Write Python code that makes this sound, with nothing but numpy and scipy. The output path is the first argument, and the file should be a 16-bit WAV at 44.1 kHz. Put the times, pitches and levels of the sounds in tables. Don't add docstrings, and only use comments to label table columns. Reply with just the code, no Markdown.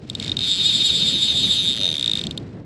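import sys
import numpy as np
from scipy import signal
from scipy.fft import rfft, irfft, next_fast_len
from scipy.io import wavfile
from scipy.ndimage import map_coordinates

SR = 44100
rng = np.random.default_rng(int(sys.argv[2]) if len(sys.argv) > 2 else 0)


def log_audio(samples):
    frames = np.atleast_2d(samples).T
    limited = np.clip(frames, -1, 1)
    pcm = np.round(limited * 32767).astype(np.int16)
    wavfile.write(sys.argv[1], SR, pcm)


N = 116865

# f/Hz, left-right correlation
STEREO_LIKENESS = [(8000, 1), (10500, 1), (12500, 0.64), (15000, .3)]
# f/Hz, level/dB
WIND_COLOUR = [(20, -27), (45, -16), (80, -3), (170, -0.5), (320, -8), (640, -20.5), (1000, -29.5),
               (2000, -34), (6000, -60), (15000, -95)]
# t/s, level/dB
WIND_GUSTS = [(0, -38), (.33, -33.5), (.55, -37.5), (1.08, -32), (1.22, -36), (1.44, -32.5), (1.65, -35),
              (2.05, -35.5), (2.4, -32), (2.64, -37)]
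# t/s, level/dB, extra spool ring/dB
SLOW_CLICKS = [(0.0986, -13.5, -0.5), (0.1508, -13, 1.5), (0.1986, -12.5, 0), (0.2259, -14, 2),
               (0.2455, -16, 1), (0.2627, -17, 1), (0.2788, -15, 6), (0.2952, -18.5, 14),
               (0.3172, -12.5, 10), (0.3684, -10, 4), (0.3905, -10, -1), (2.0263, -9.5, 2),
               (2.0426, -10, 4), (2.0597, -6.5, -2), (2.0776, -9.5, 2), (2.0956, -9.5, 1),
               (2.1147, -8.5, 1), (2.134, -8.5, 1.5), (2.1535, -8.5, -1.5), (2.173, -10.5, 0.4),
               (2.192, -14, 4), (2.2132, -11, 0.4), (2.2382, -12, 0), (2.2683, -9, -3.5), (2.3097, -11, 0),
               (2.376, -11, -0.3)]
# t/s, rate/(teeth per s)
RUN_SPEED = [(0.391, 74.5), (0.41, 110), (0.458, 221.4), (0.482, 236.5), (0.542, 173.0), (0.562, 172.4),
             (0.598, 239.5), (0.638, 385.9), (0.662, 416.0), (0.686, 423.2), (0.75, 308.8), (0.766, 294.1),
             (0.798, 320.5), (0.834, 410.0), (0.858, 424.6), (0.898, 381.1), (0.93, 299.3), (0.954, 257.0),
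             (0.982, 254.5), (1.034, 332.3), (1.054, 332.9), (1.082, 315.3), (1.122, 228.3), (1.142, 200.0),
             (1.174, 197.4), (1.222, 263.8), (1.258, 288.9), (1.322, 227.2), (1.37, 217.0), (1.418, 262.5),
             (1.474, 275.3), (1.498, 272.6), (1.546, 237.7), (1.59, 201.2), (1.646, 187.4), (1.682, 157.5),
             (1.75, 114.5), (1.78, 106.5), (1.817, 100), (1.86, 89), (1.895, 80), (1.985, 71.5),
             (2.01, 64.5)]
# t/s, level/dB
RUN_FORCE = [(.4, -12.5), (.5, -9), (.57, -11.5), (.66, -10.5), (.9, -10.5), (1.15, -10), (1.5, -9),
             (1.68, -8.5), (1.76, -11.5), (1.86, -7.5), (2.0, -8)]
# f/Hz, level/dB, swing/dB, loudest tooth
SPOOL_RING = (3721, -1.5, 4, 5.5)
# f/Hz, level/dB, t60/s, swing/dB, tooth where the swing adds in full, gain when lifted/dB
FRAME_RINGS = [(1600, -31, .008, -6, 5, -13), (2475, -23.5, 0.0085, -3, 12, -3),
               (3230, -7, 0.0099, 2, 14, 0.5), (3520, -3.5, .009, 4, 3, -0.5),
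               (4264, -13, 0.018, 2.5, 13.5, -5), (4690, -12.5, 0.012, 2, 10, -5.5),
               (5200, -17, .007, 2.5, 10, -12.5), (6130, -32, 0.02, 6, 24, 6.5),
               (7250, -16.5, 0.0071, 6, 7.5, -8), (7780, -21, 0.013, 6, 7.5, -6),
               (10650, -27.5, 0.011, 1, 30, 3.5), (13300, -41, .005, 0, 30, 5)]
# t/s, share of the lift
REEL_LIFT = [(1.0, 0), (1.8, 1)]
# f/Hz, level/dB
SNAP_COLOUR = [(1000, -19), (2400, -14), (3450, -7), (5100, -12), (6300, -11.5), (9000, -40)]
# f/Hz, level/dB
EDGE_COLOUR = [(5500, -25), (7500, 0), (8700, -15), (10700, -8), (11900, -27), (15500, -33)]
# t/s, level/dB
RUB_ENVELOPE = [(0, -61), (.17, -47.5), (.24, -36.5), (.3, -37), (.35, -45.5), (.41, -38), (2.0, -40),
                (2.22, -40), (2.36, -54.5), (2.64, -66.5)]
# f/Hz, level/dB
RUB_COLOUR = [(400, -29), (1200, -12), (2300, -2.5), (3800, -1.5), (5200, -6.5), (6500, -13.5), (7900, -14),
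              (9500, -24), (15500, -50)]
# centre t/s, length/s, level/dB, f/Hz
WAVE_LAPS = [(1.04, 0.14, -44.5, 430), (1.34, 0.045, -44, 675), (1.864, 0.12, -41.5, 550)]

TEETH = 36
ATTACK_S, SPOOL_T60_S, SNAP_T60_S = .0003, .019, .009
JITTER_S, CLICK_SCATTER_DB, MODE_SCATTER_DB = .000011, .8, 1.0
REBOUND_S, REBOUND_SPREAD_S, REBOUND_DB = .0014, .00004, -13
EDGE_DB, EDGE_SWING_DB, EDGE_TOOTH, EDGE_FLICKER_DB = -23.5, 3, 7, 2.2
REEL_DB, SNAP_DB = -.8, -18
NOTCH_HZ, NOTCH_WIDTH_HZ, NOTCH_DB, TOP_HZ = 8980, 150, -26, 15860
CLICK_TIME = np.arange(SR // 20) / SR


def amp(db):
    return 10 ** (np.asarray(db) / 20)


def unit_rms(x):
    return x / np.sqrt(np.mean(x ** 2) + 1e-20)


def at_frequency(rows, hz):
    f, values = np.transpose(rows)
    return np.interp(np.log(hz + 1), np.log(f + 1), values)


def curve(rows, times=None):
    return np.interp(np.arange(N) / SR if times is None else times, *np.transpose(rows))


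def wobble(rate):
    knots = rng.standard_normal(int(N * rate / SR) + 4)
    return map_coordinates(knots, [np.arange(N) * rate / SR])


def filtered(x, response):
    size = next_fast_len(N + SR // 2)
    return irfft(rfft(x, size) * response(np.fft.rfftfreq(size, 1 / SR)), size)[..., :N]


def noise(colour):
    def mid_side_gains(hz):
        width = np.arccos(np.clip(at_frequency(STEREO_LIKENESS, hz), -1, 1)) / 2
        return amp(at_frequency(colour, hz)) * [np.cos(width), np.sin(width)]
    mid, side = filtered(rng.standard_normal((2, N)), mid_side_gains)
    return unit_rms(np.array([mid + side, mid - side]))


def pulses(times, db, order=8):
    at = times[:, None] * SR
    taps = np.floor(at).astype(int) + np.arange(1 - order, order + 1)
    shape = np.sinc(taps - at) * np.cos(np.pi * (taps - at) / (2 * order)) ** 2
    return np.bincount(np.clip(taps, 0, N).ravel(), (amp(db)[:, None] * shape).ravel(), N + 1)[:N]


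def wind():
    flutter_db = 1.6 * wobble(25.08)
    return amp(curve(WIND_GUSTS) + .14 + flutter_db) * noise(WIND_COLOUR)


def pawl_drops():
    t = np.linspace(RUN_SPEED[0][0], RUN_SPEED[-1][0], N)
    teeth_passed = np.cumsum(curve(RUN_SPEED, t)) * (t[1] - t[0])
    teeth_passed -= teeth_passed[-1]
    run_times = np.interp(np.arange(np.ceil(teeth_passed[0] + .5), 1), teeth_passed, t)
    fast = np.column_stack([run_times, curve(RUN_FORCE, run_times), np.zeros(len(run_times))])
    slow = np.array(SLOW_CLICKS) + [0, .3, 0]
    clicks = np.vstack([slow, fast])
    times, db, ring_db = clicks[np.argsort(clicks[:, 0])].T
    return times, db, ring_db, np.arange(len(times)) - np.sum(times < run_times[-1])


def scatter(tooth):
    return rng.standard_normal(1024)[tooth]


def rotation(tooth, peak_tooth, per_turn=1):
    return np.cos(2 * np.pi * per_turn * (tooth - peak_tooth) / TEETH)


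def click_envelope(t60):
    return amp(-60 * CLICK_TIME / t60) * (1 - np.exp(-CLICK_TIME / ATTACK_S))


def metal_ring(times, db, ring_db, tooth):
    rebounds = times + REBOUND_S + REBOUND_SPREAD_S * scatter(tooth)

    def mode(hz, t60, strike_db):
        tone = np.sin(2 * np.pi * hz * CLICK_TIME) * click_envelope(t60)
        blows = pulses(times, strike_db) + pulses(rebounds, strike_db + REBOUND_DB)
        return signal.fftconvolve(blows, tone)[:N]

    spool_hz, level, swing, peak_tooth = SPOOL_RING
    spool_db = level + ring_db + swing * rotation(tooth, peak_tooth, per_turn=2)
    metal = mode(spool_hz, SPOOL_T60_S, db + spool_db)
    for k, (hz, level, t60, swing, peak_tooth, lift_db) in enumerate(FRAME_RINGS):
        mode_db = level + swing * rotation(tooth, peak_tooth) + lift_db * curve(REEL_LIFT, times)
        mode_db += MODE_SCATTER_DB * scatter(tooth)
        polarity = (-1) ** (k + int(hz > spool_hz))
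        metal += polarity * mode(hz, t60, db + mode_db)
    return metal


def bright_edge(times, db, tooth):
    edge_db = db + EDGE_DB + EDGE_SWING_DB * rotation(tooth, EDGE_TOOTH)
    envelope = signal.fftconvolve(pulses(times, edge_db), click_envelope(SNAP_T60_S))[:N]
    return envelope * amp(EDGE_FLICKER_DB * wobble(30))  * noise(EDGE_COLOUR)


def pawl_snap(times, db):
    crack = noise(SNAP_COLOUR)[:, :len(CLICK_TIME)] * click_envelope(SNAP_T60_S)
    return signal.fftconvolve(pulses(times, db + SNAP_DB)[None], crack)[:, :N]


def reel():
    times, db, ring_db, tooth = pawl_drops()
    times = times + JITTER_S * scatter(tooth)
    db = db + CLICK_SCATTER_DB * scatter(tooth)
    return metal_ring(times, db, ring_db, tooth) + bright_edge(times, db, tooth) + pawl_snap(times, db)


def line_rub():
    grain_db = 2.76 * wobble(160)
    return amp(curve(RUB_ENVELOPE) + grain_db) * noise(RUB_COLOUR)


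def lapping_water(width_octaves=.31):
    t, laps = np.arange(N) / SR, np.zeros(N)
    for centre, length, db, pitch in WAVE_LAPS:
        band = lambda hz: np.exp(-(np.log2((hz + 1) / pitch) / width_octaves) ** 2 / 2)
        slosh = unit_rms(filtered(rng.standard_normal(N), band))
        swell = np.exp(-2 * ((t - centre) / length) ** 2)
        laps += amp(db) * swell * slosh
    return laps


def scene():
    return amp(REEL_DB) * reel() + line_rub() + wind() + lapping_water()


def record(dry):
    notch = lambda hz: amp(NOTCH_DB * np.exp(-((hz - NOTCH_HZ) / NOTCH_WIDTH_HZ) ** 2))
    return filtered(dry, lambda hz: notch(hz) * (hz < TOP_HZ))


dry = scene()
out = record(dry)
log_audio(out)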